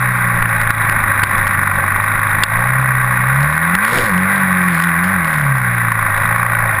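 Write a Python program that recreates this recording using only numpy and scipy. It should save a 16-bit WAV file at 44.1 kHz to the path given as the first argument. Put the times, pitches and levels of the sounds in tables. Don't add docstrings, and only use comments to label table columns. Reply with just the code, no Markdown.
import sys
import numpy as np
from scipy import signal
from scipy.io import wavfile
from scipy.ndimage import uniform_filter1d

SR = 44100
rng = np.random.default_rng(int(sys.argv[2]) if len(sys.argv) > 2 else 0)


def attenuation_scalar(level_db):
    decades = np.asarray(level_db, float) / 20
    return 10 ** decades


def generate_wav(sig):
    pcm = np.round(np.clip(np.atleast_2d(sig).T, -1, 1) * 32767).astype(np.int16)
    wavfile.write(sys.argv[1], SR, pcm)


N = 299867
CRUISE_RPM = 3500

# centre_hz, width_hz (of one pass of the resonator), level_db (relative)
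LOW_MODES = [(552.7, 69, -7.5), (647.5, 60, -12), (820, 147, -6)]
SHELL_MODES = [(1013, 137, -7.5), (1125.7, 98, -2), (1262, 186, -8)]
LID_MODES = [(1436, 143, -1), (1572, 106, 1.6), (1726, 220, -3.5), (1918, 207, 0), (2141, 280, -7),
             (2376, 413, -11)]
HIGH_MODES = [(2800, 1000, -33.5), (3440, 284, -25.5), (3793, 236, -21.5)]


def in_time(rows):
    s, *columns = np.transpose(rows)
    return [np.interp(np.arange(N) / SR, s, column) for column in columns]


def rms_one(x):
    return x / np.sqrt(np.mean(x ** 2) + 1e-20)


def cut(x, hz, kind, order):
    return signal.sosfilt(signal.butter(order, hz, kind, fs=SR, output="sos"), x)


def drift(rate_hz):
    r = np.exp(-2 * np.pi * rate_hz / SR)
    noise = rng.standard_normal(N + SR)
    settled = signal.lfilter([1], [1, -2 * r, r * r], noise)[SR:]
    return rms_one(settled)


def ring(x, modes):
    out = 0
    for k, (hz, width_hz, db) in enumerate(modes):
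        r = np.exp(-np.pi * width_hz / SR)
        b = np.array([1, 0, -1]) * (1 - r * r) / 2
        a = [1, -2 * r * np.cos(2 * np.pi * hz / SR), r * r]
        once = signal.lfilter(b, a, x)
        out = out + (-1) ** k * attenuation_scalar(db) * signal.lfilter(b, a, once)
    return out


def grains(per_s, spread_db):
    sizes = attenuation_scalar(spread_db * np.minimum(rng.exponential(1, N), 4)) * rng.choice([-1, 1], N)
    return rms_one(sizes * (rng.random(N) < per_s / SR))


def struck(at, db, modes):
    clicks = np.full(N, 1e-18)
    clicks[np.clip(at.astype(int), 0, N - 1)] = attenuation_scalar(db)
    peak = np.abs(ring(signal.unit_impulse(2000), modes)).max()
    return ring(clicks, modes) / peak


def cracks(times, db, lengths_s):
    crack, push = np.full((2, N + SR), 1e-18)
    age = np.arange(round(.02 * SR)) / SR
    noises = rng.standard_normal((len(times), len(age)))
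    for s, gain, length, noise in zip(times, attenuation_scalar(db), lengths_s, noises):
        i = round(s * SR)
        shape = np.exp(-(age / length) ** 1.3)
        burst = noise * shape
        crack[i:i + len(age)] += gain * burst / np.abs(burst).max()
        push[i:i + len(age)] += gain * shape
    return cut(crack[:N], [1300, 4300], "band", order=2), push[:N]


def shake(cycle, rpm, rough_db):
    shake_orders = [(2, -1.7), (3, -.5), (4, 0.0), (5, 1.9), (6, 2.9), (8, -1.7), (10, 0.0), (12, 1.1)]
    # level_db (at cruise), slope_db_per_octave (of speed), waver_db
    force = [(-6, .1, 2), (-21.5, 1, -3.5), (1.2, -0.9, 0.33), (-21.5, 7, 4), (-11.5, 3.9, 2),
             (-13.5, 7.5, 1.5), (-25.5, 3, 6), (-25.5, -2, 3)]
    # frequency_hz, gain_db
    mount = [(48, -37.5), (58, -34.5), (76, -26), (92, -26.5), (105, -25), (125, -20), (140, -14.5),
             (157, -24.5), (180, -16.5), (200, -24), (245, -31.5), (300, -35), (350, -30), (400, -37),
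             (455, -36), (495, -16.5), (540, -25.5), (600, -25), (760, -33)]
    # order (multiple of the firing rate), level_db, lead_rad
    weak_orders = [(1, -53, 3), (7, -57, 4), (11, -50, 1.9), (14, -49, -0.06), (16, -54.5, -0.5)]
    out = 0
    mount_hz, mount_db = np.transpose(mount)
    for (order, lead), (db, per_octave_db, waver_db) in zip(shake_orders, force):
        passed_db = np.interp(np.log(order * rpm / 120), np.log(mount_hz), mount_db)
        level_db = db + passed_db + per_octave_db * np.log2(rpm / CRUISE_RPM) + waver_db * drift(2.9)
        out = out + attenuation_scalar(level_db + rough_db * drift(21)) * np.cos(2 * np.pi * order * cycle + lead)
    for order, db, lead in weak_orders:
        out = out + attenuation_scalar(db + 2.0 * drift(5)) * np.cos(2 * np.pi * order * cycle + lead)
    return np.sqrt(2) * out


def gates(cycle, uneven_db):
    # place (0-1), rise (share of cycle),
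    # low_db, shell_db, lid_db, high_db (mean lift at the height of the swell)
    contacts = [(0.329, 0.048, 2.65, 2.2, 0.79, 4.2), (0.472, 0.038, 7.2, 6.9, 6.1, 1.3),
                (.62, 0.064, 2.5, 3, 2.4, 0.32), (.82, 0.047, 3.4, 5.6, 6.7, 1.7),
                (0.962, 0.033, 6.2, 5.1, 0.8, 13.3), (0.081, 0.092, 2.3, 7.8, 1.5, 1.2)]
    out = np.zeros((4, N))
    for place, rise, *heights_db in contacts:
        luck = rng.standard_normal((int(cycle[-1]) + 2, 5))
        since = cycle - place
        count = np.floor(since).astype(int) + 1
        age = since % 1 / rise
        for g in range(4):
            varied_db = uneven_db * (luck[count, 4] + .5 * luck[count, g])
            out[g] += age * np.exp(1 - age) * (heights_db[g] + varied_db)
    return out


def clatter(gate_db, low_db, high_db):
    groups = LOW_MODES, SHELL_MODES, LID_MODES, HIGH_MODES
    low, shell, lid, high = [ring(grains(9000, spread_db=1.5) * attenuation_scalar(db), modes)
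                             for db, modes in zip(gate_db, groups)]
    body = cut(attenuation_scalar(low_db) * low + shell + lid, 2940, "low", order=6)
    return rms_one(body + attenuation_scalar(high_db) * high)


def blows(cycle, early_db, late_db, uneven_db, jitter_s):
    # place (0-1 in the cycle), ring_db (before the hardness is added)
    hard_blows = [(.31, -19.5), (.81, -12.5), (.44, -17), (.80, -11.5)]
    # place (0-1 in the cycle), ring_db (fixed mean)
    ticks = [(.40, -13), (0.749, -24.5), (0.014, -19.5), (.29, -20), (0.542, -41), (0.649, -31),
             (.90, -13.5)]
    # place (0-1 in the cycle), ring_db (fixed mean)
    beats = [(0.296, -28.5), (0.422, -29.5), (0.799, -28.5)]
    groups = [LOW_MODES + SHELL_MODES, SHELL_MODES, LID_MODES, LID_MODES + HIGH_MODES]
    groups += [LID_MODES] * len(ticks) + [LOW_MODES] * len(beats)
    places = [place for place, db in hard_blows + ticks + beats]
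    levels = [db + (early_db if place < .5 else late_db) + 1.5 * drift(2.2) for place, db in hard_blows]
    levels += [np.full(N, db) for place, db in ticks + beats]
    jitters = [jitter_s] * len(hard_blows + ticks) + [.0002] * len(beats)
    out = 0
    for place, db, modes, loose_s in zip(places, levels, groups, jitters):
        luck = rng.standard_normal((int(cycle[-1]), 2))
        at = np.interp(np.arange(len(luck)) + place, cycle, np.arange(N))
        ring_db = np.minimum(db[at.astype(int)] + uneven_db * luck[:, 1], -9)
        out = out + struck(at + loose_s * SR * luck[:, 0], ring_db, modes)
    return cut(out, 2860, "low", order=2)


def rattle(gate_db, free_db):
    clicks = grains(2500, spread_db=3.5) * attenuation_scalar(1.2 * gate_db[2])
    low = rms_one(cut(clicks, [70, 1000], "band", order=2))
    high = rms_one(cut(clicks, 2000, "high", order=2))
    return high + attenuation_scalar(-6 + 0.36 * free_db) * low


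def wind():
    # time_s, lump_level_db
    wind_course = [(0.0, -45), (0.42, -24), (0.49, -53), (0.58, -23), (0.89, -40), (0.93, -24.5),
                   (1.74, -30.5), (1.99, -36.5), (2.59, -27), (2.73, -35), (2.9, -61), (2.95, -33),
                   (3.27, -34), (3.82, -45), (4.01, -30), (4.32, -58), (6.19, -31.5), (6.8, -35)]
    db = in_time(wind_course)[0]
    lumps = rms_one(cut(rng.standard_normal(N), [14, 28], "band", order=3))
    tail = rms_one(cut(rng.standard_normal(N), [60, 220], "band", order=2)) * attenuation_scalar(2.0 * drift(7.9))
    tail_db = 0.55 * uniform_filter1d(db, SR // 2) - 16.0
    return attenuation_scalar(db) * lumps + attenuation_scalar(tail_db) * tail


def knocks():
    # start_s, crack_db (before filter and common gain),
    # ring_db (peak before the low-pass), crack_length_s
    knock_list = [(0.425, -37, -3, 0.0022), (.456, -52, -4.5, .002), (.614, -32.5, -4.5, .002),
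                  (0.704, -36, -4, .002), (0.896, -32, -3, 0.0022), (.923, -37, -20, .002),
                  (1.194, -35, -8, .002), (1.2352, -23, 1.5, 0.005), (1.292, -40, -16, .002),
                  (1.380, -34, -8, 0.0024), (1.468, -35, -22, 0.0022), (1.477, -30, -13, 0.0025),
                  (1.545, -50, -7, .002), (2.4353, -13, 3, 0.0032), (2.686, -47, -22, .002),
                  (3.405, -35, -11, .002), (3.429, -32, -17, 0.0023), (3.457, -49, -16, .002),
                  (3.751, -27, 1, 0.0036), (3.850, -29, -3, 0.0027), (3.878, -35, -6, .002),
                  (3.921, -35, -12, .002), (3.9853, -21.5, -18, 0.001), (4.094, -40, -17, .002),
                  (4.139, -34, -15, .002), (4.178, -30.5, -8, 0.0018), (4.685, -40, -6, 0.0017),
                  (4.800, -38, -4, .002), (4.822, -33, -12, 0.0026), (4.839, -30.5, -12, 0.0025),
                  (4.888, -40, -7, .002), (5.041, -39, -7, .002), (5.246, -33, -10, 0.0016),
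                  (5.274, -36, -17, .002), (5.339, -35, -11, 0.0024), (5.919, -39, -9, .002),
                  (6.177, -39, -3.5, 0.0016), (6.234, -48, -9, .002), (6.550, -46, -2, .002)]
    # start_s, peak_db (before the band filter)
    bump_list = [(.426, -13), (.703, -13), (.895, -15), (1.235, -9), (2.436, -8), (3.751, -11), (3.98, -14),
                 (4.04, -19), (5.041, -20)]
    s, crack_db, ring_db, length_s = np.transpose(knock_list)
    damped = [(hz, 2.45 * width_hz, db) for hz, width_hz, db in SHELL_MODES + LID_MODES]
    body = cut(struck((s - .0006) * SR, ring_db, damped), 3060, "low", order=4)
    bump_s, bump_db = np.transpose(bump_list)
    push = cracks(bump_s, bump_db, np.full(len(bump_list), .0018))[1]
    thud = cut(push, [27, 700], "band", order=2)
    return attenuation_scalar(26.5) * cracks(s, crack_db, length_s)[0] + body + thud


def taps(cycle):
    # start_s, length_s, peak_db (mean, before the band filter)
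    spells = [(3.39, 0.29, -21), (3.778, 0.36, -11), (4.28, 0.15, -16), (4.66, 0.18, -11), (5.03, .09, -13),
              (5.24, 0.25, -16.5), (5.88, .08, -21)]
    luck = rng.standard_normal(2 * int(cycle[-1]))
    turns = np.arange(len(luck)) + .35
    s = np.interp(turns / 2, cycle, np.arange(N) / SR)
    gain = 0
    for start, length, db in spells:
        progress = np.clip((s - start) / length, 0, 1)
        gain = gain + attenuation_scalar(db) * np.sqrt(np.sin(np.pi * progress).clip(0))
    tap_db = 20 * np.log10(gain + 1e-6) + 2.5 * luck
    return cracks(s, tap_db, np.full(len(s), .0012))[0]


def scene():
    # time_s, speed_rpm
    speed = [(0.0, 3790), (0.6, 3332), (0.75, 3328), (1.05, 3133), (1.8, 2867), (2.1, 3153), (2.4, 3090),
             (2.5, 3246), (2.7, 3827), (2.8, 3931), (3.2, 3690), (3.4, 4206), (3.72, 5234), (3.96, 7575),
             (4.02, 7275), (4.14, 5312), (4.32, 5906), (4.5, 5515), (4.68, 5370), (4.77, 4944),
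             (4.86, 5224), (4.95, 4968), (5.13, 5835), (5.22, 4988), (5.67, 3592), (5.88, 3463),
             (6.14, 3086), (6.4, 3503), (6.66, 3442), (6.8, 2962)]
    # time_s, clatter_db,
    # early_db, late_db (hardness of the blows in the first and second half of the cycle)
    gear_work = [(0, -17.5, -5, -2), (.45, -17, -7, -3), (1.0, -15, 1, -0.3), (1.3, -15.5, 7.5, 0.5),
                 (1.6, -17.5, -2, 5), (1.95, -18, -3, 7), (2.15, -17.5, 5, 2.5), (2.35, -16.5, 3, -0.5),
                 (2.6, -17.5, 9, 0.5), (2.9, -18.5, -1, 0.5), (3.3, -16.5, -4, -0.8), (3.55, -18.5, 2, 1),
                 (3.85, -13, -1, -2.5), (4.05, -18, 0, -5.5), (4.14, -19, -1, -2), (4.3, -14.5, -4, -9),
                 (4.75, -17, -8, -7), (5.05, -17.5, -6, -3), (5.5, -19.5, -4, -3.5), (5.9, -17.5, -3, 0.5),
                 (6.1, -17.5, 5, -1), (6.35, -18, 6, 5.5), (6.55, -19, 6, -1.5), (6.8, -17.5, 3, 0)]
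    buzz_db, free_rpm, growth_db_per_krpm, buzz_lag_s = -39.5, 6110, 13, 0.011
    rpm, = in_time(speed)
    cycle = .118 + np.cumsum(rpm) / (120 * SR)
    clatter_db, early_db, late_db = in_time(gear_work)
    late_rpm = np.interp(np.arange(N) - buzz_lag_s * SR, np.arange(N), rpm)
    free_db = growth_db_per_krpm * .3 * np.logaddexp(0, (late_rpm - free_rpm) / 300)
    buzz_gain = attenuation_scalar(buzz_db + free_db)
    low_db = -3 - 7 * np.log2(rpm / CRUISE_RPM) + 1.9 * drift(1.1)
    high_db = -1 + 0.44 * free_db + 1.06 * drift(6.4)
    gate_db = gates(cycle, uneven_db=1.0)
    tones = shake(cycle, rpm, rough_db=.7 + 30 * buzz_gain)
    gear = attenuation_scalar(clatter_db) * clatter(gate_db, low_db, high_db)
    gear = gear + attenuation_scalar(1.8) * blows(cycle, early_db, late_db, uneven_db=1.2, jitter_s=.0001)
    loose = buzz_gain * rattle(gate_db, free_db) + taps(cycle)
    return (tones + gear + loose + knocks() + wind())[None]


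def limiter(x, threshold_db, release_db_per_s):
    r = np.exp(-1 / (.0015 * SR))
    level_db = 10 * np.log10(signal.lfilter([1 - r], [1, -r], x ** 2) + 1e-12)
    ramp = release_db_per_s * np.arange(N) / SR
    held_db = np.maximum.accumulate(np.maximum(level_db - threshold_db, 0) + ramp) - ramp
    r = np.exp(-1 / (.004 * SR))
    return x * attenuation_scalar(-signal.lfilter([1 - r], [1, -r], held_db))


def low_pass(x):
    return signal.sosfilt(signal.butter(12, 15710, fs=SR, output="sos"), x)


def record(dry):
    x = limiter(dry[0], threshold_db=-10.0, release_db_per_s=74)
    x = np.clip(x, -.98, .98)
    smooth = signal.sosfilt(signal.cheby2(8, 16, 5950, fs=SR, output="sos"), x)
    slow = signal.resample_poly(smooth, 40, 147)
    steps = np.roll(np.repeat(slow, 4), -6)
    held = signal.resample_poly(steps, 147, 160)[:N]
    held = cut(np.pad(held, (0, N - len(held))), 15200, "low", order=4)
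    held = signal.sosfilt(signal.cheby2(12, 30, 15650, fs=SR, output="sos"), held)
    return low_pass(held[None])


dry = scene()
out = record(dry)
generate_wav(out)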